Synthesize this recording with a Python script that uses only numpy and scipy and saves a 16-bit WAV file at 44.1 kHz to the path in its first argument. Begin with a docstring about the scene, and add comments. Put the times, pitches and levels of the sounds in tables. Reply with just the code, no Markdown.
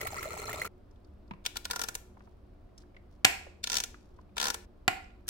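"""A stream of coolant splashes and bubbles from an engine into a plastic tub; its sound stops abruptly. Then a
screwdriver works on the screws of a plastic tank: the tight thread creaks in runs of stick-slip clicks and
twice cracks loose, among soft touches of tool and hand. The screw sounds echo in a hard-walled workshop; two
close microphones hear it all over rumble and hum. Contacts are short bursts of shaped noise, bubbles are
gliding decaying sines, and resonances of tub, tank and frame colour them."""
import sys
import numpy as np
from scipy import signal
from scipy.fft import rfft, irfft, next_fast_len
from scipy.io import wavfile
from scipy.ndimage import uniform_filter1d

SR = 44100
rng = np.random.default_rng(int(sys.argv[2]) if len(sys.argv) > 2 else 0)


def digitize_waveform(pressure):
    """Quantize a signal to 16-bit integers and store it at the path in sys.argv[1].

    Rows of a 2-D input are taken as channels; values are limited to [-1, 1].
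    """
    field = np.atleast_2d(pressure).T
    bounded = np.clip(field, -1, 1)
    quanta = np.round(bounded * 32767).astype(np.int16)
    wavfile.write(sys.argv[1], SR, quanta)


N = 233639
TIME = np.arange(N) / SR
BLOW = TIME[:4096]  # time axis of one short contact or bubble (s)
POUR_END_S = .677


def undb(db):
    """Decibels to gain."""
    return 10 ** (np.asarray(db) / 20)


def unit(x):
    """Scale to rms 1."""
    return x / np.sqrt(np.mean(x ** 2))


def along(points, hz):
    """Read (freq_hz, value) points on a log-frequency axis."""
    f, value = np.transpose(points)
    return np.interp(np.log(hz + 1), np.log(f), value)


def colour(x, points, peaks=()):
    """Causal minimum-phase filter: a broad spectrum with resonances standing on it."""
    size = 2 * next_fast_len(x.shape[-1])
    hz = np.fft.rfftfreq(size, 1 / SR)
    db = along(points, hz)
    for centre_hz, width_hz, gain_db in peaks:
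        db = db + gain_db / (1 + (2 * (hz - centre_hz) / width_hz) ** 2)
    # folding the cepstrum onto positive times makes the response causal
    cepstrum = irfft(np.log(undb(db)))
    cepstrum[1:size // 2] *= 2
    cepstrum[size // 2 + 1:] = 0
    response = np.exp(rfft(cepstrum))
    return irfft(rfft(x, size) * response)[..., :x.shape[-1]]


def fade(t, t60):
    """Exponential decay, 60 dB in t60 seconds."""
    return np.exp(-np.log(1000) * t / t60)


def add(out, s, sound, lag_ms=0, pan_db=0):
    """Mix a sound in at s seconds; the right microphone hears it lag_ms later and pan_db weaker."""
    stereo = np.broadcast_to(sound, (2, sound.shape[-1]))
    for channel, side, lag_s, part in zip(out, (1, -1), (0, lag_ms / 1000), stereo):
        start = max(int((s + lag_s) * SR), 0)
        span = channel[start:start + len(part)]
        span += part[:len(span)] * undb(side * pan_db / 2)


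def pair(size, likeness):
    """Noise for two microphones, partly shared: likeness 0 is independent, 1 identical."""
    shared, *own = rng.standard_normal((3, size))
    return np.sqrt(likeness) * shared + np.sqrt(1 - likeness) * np.array(own)


def burst(grain, t60, tick, rise=0.00042):
    """A contact and the dense, short ring of a damped part, built up over rise seconds; even in spectrum."""
    ring = grain * fade(BLOW, t60) * (1 - np.exp(-BLOW / rise))
    ring[:, int(rise * SR)] += tick
    spectrum = rfft(ring)
    power = uniform_filter1d(np.abs(spectrum) ** 2, size=48, axis=-1)
    even = irfft(spectrum * np.sqrt(power.mean() / power))
    return even * fade(BLOW, .25)


def bubble(hz, cycles, rise):
    """A trapped bubble rings down, its pitch gliding up by rise octaves as it nears the surface."""
    life = cycles / hz
    pitch_hz = hz * 2 ** (rise * np.minimum(BLOW / life, 1))
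    tone = np.sin(2 * np.pi * np.cumsum(pitch_hz) / SR)
    return tone * fade(BLOW, life) * (1 - np.exp(-BLOW * hz))


# spectrum of the air in the building: freq_hz [Hz], level_db [dB]
AIR_COLOUR = [(12, -41), (20, 0.5), (74, -2), (134, -15), (198, -14), (328, -19), (357, -15.5), (513, -25),
              (590, -24), (873, -33), (1150, -34), (1910, -44.5), (4940, -52.5), (6720, -60.5),
              (16000, -63)]
AIR_DB = -54.5  # rms
# narrow bands of ventilation hum: pitch_hz [Hz], level_db [dB, rms]
HUM_BANDS = [(75, -65.5), (106, -70.5), (199, -69), (241, -71), (297, -71), (360, -69), (724, -82.5)]


def background():
    """Low rumble of the building, alike at both microphones, with a wavering hum of ventilation."""
    rumble = colour(pair(N, 1.0), [(110, -1.5), (220, -5.5), (600, -27.0)])
    diffuse = colour(pair(N, 0.25), [(40, -18.5), (110, -12), (220, -6.5), (600, 3.5)])
    air = undb(AIR_DB) * unit(colour(rumble + diffuse, AIR_COLOUR))
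    hum = 0
    for hz, level_db in HUM_BANDS:
        # noise in a narrow band wavers
        band = [(hz * .85, -110), (hz * .98, 0), (hz * 1.02, 0), (hz * 1.15, -110)]
        hum = hum + undb(level_db) * unit(colour(pair(N, .88), band))
    return air + hum


# decay of the workshop by band: freq_hz [Hz], t60_s [s]
ROOM_DECAY = [(150, 0.32), (700, 0.45), (2400, 0.42), (4500, 0.43), (8000, 0.38), (15000, 0.26)]
# spectrum of the workshop's echoes: freq_hz [Hz], level_db [dB]
ECHO_COLOUR = [(150, -2.5), (450, 4), (750, 1.5), (1100, -4.5), (1500, -1), (2400, 1.5), (3300, -5.5),
               (7500, -4.5), (15000, 1.5)]


def workshop(x):
    """Diffuse echoes of the hard walls, each band with its own decay; the highest treble dies first."""
    t = TIME[:SR]
    hz, noise = np.fft.rfftfreq(SR, 1 / SR), rfft(pair(SR, 0.14))
    tail = 0
    for f, t60 in ROOM_DECAY:
        band = along([(other, float(other == f)) for other, _ in ROOM_DECAY], hz)
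        tail = tail + irfft(noise * band) * fade(t, t60)
    # the first echoes arrive after 3 ms
    tail = colour(tail * np.clip((t - .003) / 0.0041, 0, 1), ECHO_COLOUR)
    return undb(-39) * signal.fftconvolve(x, tail, axes=-1)[:, :N]


# spectrum of the splashing droplets: freq_hz [Hz], level_db [dB]
SPLASH_COLOUR = [(100, -20), (250, -10), (420, -10), (900, -9), (1300, -7.5), (1560, -20), (2100, -1),
                 (3300, -17.5), (5000, -20.5), (7000, -11.5), (10000, -20.5), (16000, -21)]
# resonances of the tub's air and walls: centre_hz [Hz], width_hz [Hz], gain_db [dB]
TUB_PEAKS = [(402, 160, 12), (619, 59, 9), (1350, 110, 14), (2120, 300, 1), (4184, 110, 13)]
# big drops and the bubbles they trap: start_s [s], pitch_hz [Hz], bubble_db [dB], splash_db [dB]
BIG_DROPS = [(.012, 1930, -26, -30), (.070, 2170, -30, -27), (.131, 754, -27, -43),
             (.178, 1980, -29.5, -52), (.2285, 2040, -30.5, -30.5), (.257, 584, -24, -58),
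             (.493, 1770, -31.5, -34.5), (.529, 2010, -29.5, -32), (.617, 1980, -19, -33),
             (.651, 1291, -23, -34.5)]
SPRAY_DB, GURGLE_DB, DRUMMING_DB = -43.5, -44.5, -52  # spread of each layer during the pour
BUBBLE_RING_S, BUBBLE_RISE_OCT = .026, 0.27  # shared by all big bubbles
GURGLE_FALL_DB_PER_S = 7.5  # the gurgle eases as the stream thins


def pour():
    """The steady stream patters on the liquid, traps bubbles and drums on the tub."""
    spray, bubbles, drops = np.zeros((3, 2, N))
    # droplets: many small ones, a few large
    for when, size, side, seat in rng.random((380, 4)):
        size_db = -4.3 * np.log(size + .05)
        droplet = burst(pair(len(BLOW), 0.49), 0.014, 2.5, .0008) * undb(size_db)
        add(spray, when * POUR_END_S, droplet, .3 * (2 * seat - 1), 6 * (side - .5))
    # the smallest bubbles fizz far above the gurgle
    for when, pitch, size, side, rise in rng.random((180, 5)):
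        fizz = bubble(3500 * 2 ** (2 * pitch), 50, .15 * rise) * undb(21.8 * size - 8.5)
        add(spray, when * POUR_END_S, fizz, 0.34 * (2 * side - 1), 8 * (side - .5))
    for when, pitch, size, side, rise in rng.random((130, 5)):
        s = when * POUR_END_S
        blip = bubble(400 * 2 ** (2.5 * pitch), 19, .3 * rise)
        blip = blip * undb(17 * size - GURGLE_FALL_DB_PER_S * s)
        add(bubbles, s, blip, 0.4 * (2 * side - 1), 8 * (side - .5))
    for s, hz, bubble_db, splash_db in BIG_DROPS:
        splash = burst(pair(len(BLOW), 0.39), 0.04, 1.5, 0.0006)
        splash = colour(splash, [(200, -3.5), (2200, 7.5), (4500, -4.5), (15000, 0)])
        ringing = bubble(hz, BUBBLE_RING_S * hz, BUBBLE_RISE_OCT)
        add(drops, s, undb(bubble_db) * ringing + undb(splash_db) * splash, .07)
    spray = colour(spray, SPLASH_COLOUR, TUB_PEAKS)
    gurgle = colour(bubbles, [(150, -5.5), (400, -9.5), (1200, 6), (1560, -7.5), (2100, 6)], TUB_PEAKS)
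    drumming = colour(pair(N, 1.0), [(40, -9), (90, 5.5), (160, -6.0), (260, -20), (600, -35)])
    layers = [(spray, SPRAY_DB), (gurgle, GURGLE_DB), (drumming, DRUMMING_DB)]
    stream = sum(undb(db) * x / np.std(x[:, TIME < POUR_END_S]) for x, db in layers)
    # the sound of the pour falls silent within 9.3 ms
    return (stream + drops) * np.clip((POUR_END_S + 0.0064 - TIME) / 0.0093, 0, 1)


# the hand slides to a new grip between turns: start_s [s], length_s [s], level_db [dB, before colouring]
GRIP_SLIDES = [(2.15, .22, -59), (2.77, .06, -56), (3.1, .08, -63), (4.0, .22, -59)]
# spectrum of skin on the handle: freq_hz [Hz], level_db [dB]
GRIP_COLOUR = [(300, -14), (1300, 0.5), (2500, -3), (5300, 1), (8000, -7.5), (15000, -19.5)]


def regrips():
    """Skin catches on the handle in a flurry of tiny grains."""
    out = np.zeros((2, N))
    for s, length_s, level_db in GRIP_SLIDES:
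        for when, size in rng.random((16, 2)):
            grain = burst(pair(len(BLOW), .4), .03, 1.5)
            add(out, s + when * length_s, undb(level_db - 15 * size) * grain, .2)
    return colour(out, GRIP_COLOUR)


# the tip drops into the screw head and rocks once: start_s [s], level_db [dB, before colouring]
SEATING_KNOCKS = [(1.309, -13.5), (1.335, -24.5)]
# spectrum of the seating tip: freq_hz [Hz], level_db [dB]
SEATING_COLOUR = [(60, -8.5), (190, -0.5), (450, -15.5), (1500, -12.5), (3300, -21), (7000, -41),
                  (16000, -56)]
# resonances of screw and tank under the tip: centre_hz [Hz], width_hz [Hz], gain_db [dB]
SEATING_PEAKS = [(190, 120, 10.5), (1000, 210, 18.5), (2520, 450, 9)]
# light touches of tool and hand: start_s [s], peak_db [dB], pitch_hz [Hz]
LIGHT_TOUCHES = [(2.169, -47, 907), (2.205, -47, 1320), (2.272, -48, 900), (2.778, -44, 5660),
                 (2.965, -45, 2090), (3.466, -37.5, 550), (3.942, -41, 1440), (4.187, -44.5, 1000)]
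SEAT_RING_S, TOUCH_RING_S = 0.03, .023
# fainter touches that fall anywhere after the pour
FAINT_DB, FAINT_SPREAD_DB, FAINT_LOW_HZ, FAINT_HIGH_HZ = -64.5, 8.5, 1100, 5500


def after_pour(when):
    """Map 0..1 to a moment (s) between the end of the pour and the end of the scene."""
    return POUR_END_S + when * (N / SR - POUR_END_S)


def touches():
    """The tip finds the screw; soft contacts each ring one resonance, among tiny ticks strewn at random."""
    out, ticks = np.zeros((2, 2, N))
    for s, level_db in SEATING_KNOCKS:
        knock = burst(pair(len(BLOW), .4), SEAT_RING_S, .8, 0.0013)
        add(out, s, undb(level_db) * colour(knock, SEATING_COLOUR, SEATING_PEAKS), .2)
    contacts = list(LIGHT_TOUCHES)
    for when, size, pitch in rng.random((22, 3)):
        pitch_hz = FAINT_LOW_HZ * (FAINT_HIGH_HZ / FAINT_LOW_HZ) ** pitch
        contacts.append((after_pour(when), FAINT_DB + FAINT_SPREAD_DB * size, pitch_hz))
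    for s, peak_db, hz in contacts:
        contact = burst(pair(len(BLOW), 0.15), TOUCH_RING_S, 0.82, 0.0025)
        spectrum = [(hz / 4, -20), (hz, 0), (hz * 2, -14), (hz * 10, -60)]
        knock = colour(contact, spectrum, [(hz, .25 * hz, 7)])
        add(out, s, undb(peak_db) * knock / np.abs(knock).max(), .2)
    for when, size, side in rng.random((80, 3)):
        tick = undb(-79 + 13 * size) * burst(pair(len(BLOW), .5), .012, 3)
        add(ticks, after_pour(when), tick, .2, 8 * (side - .5))
    return out + colour(ticks, [(800, -11.0), (5000, -3.5), (15000, -4)])


# the screw cracks loose: start_s [s], level_db [dB, before colouring], thump_db [dB], treble_db [dB],
# ring_s [s], right microphone's lag_ms [ms], left minus right pan_db [dB]
CRACK_BLOWS = [(3.2464, -10.5, 10.5, 0.5, 0.02, 0.17, 4), (3.2492, -3, -3, 2.5, 0.012, 0.18, -1),
               (3.2533, -24.5, 2, -8.5, 0.067, .2, 1), (3.267, -24, -9, -3.5, 0.016, 0.31, 0),
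               (4.8790, -10, 11.5, -3, 0.011, -0.019, -2), (4.8820, -16, 3.5, -12, 0.025, -0.17, 1)]
# spectrum of a crack: freq_hz [Hz], level_db [dB]
CRACK_SPECTRUM = [(59, -43), (100, -19.5), (328, -17), (513, -20.5), (784, -1.5), (1150, -12.5),
                  (1450, -11), (1830, -7), (2580, -4), (5300, -8), (5900, -11), (7770, -9), (9820, -17),
                  (15000, -19), (16000, -30.5)]
# resonances of screwdriver and frame under a crack: centre_hz [Hz], width_hz [Hz], gain_db [dB]
FRAME_PEAKS = [(111, 250, 5.5), (332.6, 330, 5), (720, 120, 2.5), (1000, 120, 7.5), (1433, 156, 13),
               (1668, 88, 6), (2040, 280, 5), (2530, 790, 6.5), (4440, 92, 6.5), (7600, 540, 4)]


def cracks():
    """The screw gives way all at once and jolts screwdriver and frame, which chatter briefly."""
    out = np.zeros((2, N))
    for s, level_db, thump_db, treble_db, ring_s, lag_ms, pan_db in CRACK_BLOWS:
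        blow = burst(pair(len(BLOW), 0.61), ring_s, 3.07, .0007)
        blow = colour(blow, [(220, thump_db), (900, -treble_db / 2), (2200, 0.0099), (6000, treble_db)])
        add(out, s, undb(level_db) * blow, lag_ms, pan_db)
    return undb(11.5) * colour(out, CRACK_SPECTRUM, FRAME_PEAKS)


# slips of the thread, slow or fast, each with its own time: start_s [s], level_db [dB, before colouring]
SINGLE_SLIPS = [(1.4497, -27.5), (1.4602, -12.5), (1.5554, -33), (1.5668, -17.5), (1.651, -19.5),
                (1.6986, -41), (1.7083, -15.5), (1.7305, -28.5), (1.7579, -20), (1.7913, -22),
                (1.8135, -17), (1.835, -20), (1.8838, -19.5), (1.95, -19), (3.6381, -13.5), (3.6699, -17.5),
                (3.697, -16), (3.7664, -10.5), (3.7815, -16.5), (3.7998, -15), (3.8354, -15.5),
                (4.366, -27), (4.3785, -15.5), (4.5, -14.5), (4.5415, -19), (5.2784, -26), (5.2861, -16.5)]
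# stretches where a turn chatters evenly: start_s [s], end_s [s], rate_hz [slips per s],
# first_level_db and last_level_db [dB, before colouring]
EVEN_CHATTER = [(3.716, 3.7517, 80, -16, -16), (4.398, 4.48, 73, -15, -16.5)]


def slips():
    """Time and level of every slip: those timed one by one, and the even chatter."""
    rows = list(SINGLE_SLIPS)
    for start, end, rate, first_db, last_db in EVEN_CHATTER:
        count = round((end - start) * rate) + 1
        rows.extend(np.linspace((start, first_db), (end, last_db), count))
    return rows


# turns of the wrist: start_s [s], end_s [s], body_db [dB, before colouring], treble_db [dB, against the
# slip's level], first_bright_hz and last_bright_hz [Hz], left minus right pan_db [dB]
WRIST_TURNS = [(1.44, 1.58, -42.5, -19.5, 2826, 4100, 3.5), (1.60, 1.96, -39, -16, 3800, 7300, 1.5),
               (3.63, 3.845, -42, -22.5, 4320, 7300, 2), (4.36, 4.55, -35.5, -20.5, 3496, 7400, 2),
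               (5.24, 5.40, -48, -9.5, 6220, 7000, -2.5)]
# spectrum of the creaking thread: freq_hz [Hz], level_db [dB]
CREAK_COLOUR = [(120, -4.5), (200, 4.5), (440, -2.5), (623, -4), (696, -11), (968, -1), (1230, -5),
                (1420, 0), (2050, -6.5), (5940, -5.5), (9930, -6), (14900, -13), (16000, -12.5)]
# resonances of the tank and its bracket: centre_hz [Hz], width_hz [Hz], gain_db [dB]
TANK_PEAKS = [(456, 70, 7.5), (764, 160, 8), (977, 140, 7), (1414, 170, 11), (1750, 53, 7),
              (2270, 150, 4.5), (3530, 370, 5), (5800, 320, 4), (9800, 830, -5)]
USUAL_SLIP_DB, TREBLE_PER_DB = -17, 1.05  # around the usual level, treble grows faster than the slip (dB per dB)
TREBLE_RISE_DB, BRIGHT_SPREAD_OCT = 5.5, .15  # treble grows through a turn; each slip rings a little differently
BODY_SWELL_DB = 5  # the tank booms more at full speed
SLIP_RING_S, RING_SWELL_S = .02, .008  # ring of a slow slip, and what full speed adds
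SLIP_PAN_SPREAD_DB = 2.5  # at full speed


def creaks():
    """The thread sticks and slips; as a turn goes on it rings the tank more brightly, low modes longest."""
    out, tank = np.zeros((2, N)), pair(len(BLOW), 0.085)
    for s, level_db in slips():
        turn = min(WRIST_TURNS, key=lambda row: max(row[0] - s, s - row[1]))  # the nearest turn
        start, end, turn_body_db, turn_treble_db, first_hz, last_hz, turn_pan_db = turn
        progress = np.clip((s - start) / (end - start), 0, 1)
        speed = np.sin(np.pi * progress)  # each turn speeds up and slows down
        bright_hz = first_hz * (last_hz / first_hz) ** progress
        bright_hz *= 2 ** (BRIGHT_SPREAD_OCT * rng.standard_normal())
        treble_db = USUAL_SLIP_DB + TREBLE_PER_DB * (level_db - USUAL_SLIP_DB)
        treble_db += turn_treble_db + TREBLE_RISE_DB * (progress - .5)
        body_db = turn_body_db + BODY_SWELL_DB * speed
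        ring_s = SLIP_RING_S + RING_SWELL_S * speed
        pan_db = turn_pan_db + SLIP_PAN_SPREAD_DB * speed * rng.standard_normal()
        # every slip shares part of its grain with the same tank
        grain = 0.82 * tank + 0.91 * pair(len(BLOW), 0.077)
        # a longer slip also takes longer to get going
        snap = burst(grain, ring_s, 3.17, 0.04 * ring_s)
        snap_colour = [(1200, level_db - 36.5), (2500, level_db - 13.0),
                       (7000, level_db - 14), (11000, treble_db + 2.5)]
        snap = colour(snap, snap_colour, [(bright_hz, 1800, 6)])
        body = burst(grain, 1.62 * ring_s, 0.71, .001)
        body_colour = [(200, body_db - 15.5), (700, body_db - 2), (1800, body_db - 2.5), (3500, body_db - 43.5)]
        body = colour(body, body_colour)
        add(out, s + 0.0014, snap + body, .45, pan_db)
        # a few faint random copies of the snap in the 10 ms before each slip
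        for lead, size in rng.random((4, 2)):
            add(out, s - 0.0097 * lead, undb(-27 + 12.0 * size - 3.3 * lead) * snap, .45, pan_db)
    return undb(14) * colour(out, CREAK_COLOUR, TANK_PEAKS)


ECHO_STOP_S = (4.655, 4.86)  # the echo is silent from, to


def scene():
    """The pour, then the screwdriver in the room; the echo breaks off once, until just before a crack."""
    creak, crack, touch = creaks(), cracks(), touches()
    echo = workshop(undb(-3.0) * creak + crack + undb(-4) * touch)
    silent = (TIME > ECHO_STOP_S[0]) & (TIME < ECHO_STOP_S[1])
    echo = echo * uniform_filter1d(1. - silent, size=600)
    return background() + echo + pour() + regrips() + touch + crack + creak


def record(dry):
    """The recorder rounds the highest peaks and cuts the top above 15.9 kHz."""
    top_cut = signal.ellip(10, .2, 70, 15900, fs=SR, output="sos")
    return signal.sosfilt(top_cut, np.tanh(dry))


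dry = scene()
out = record(dry)
digitize_waveform(out)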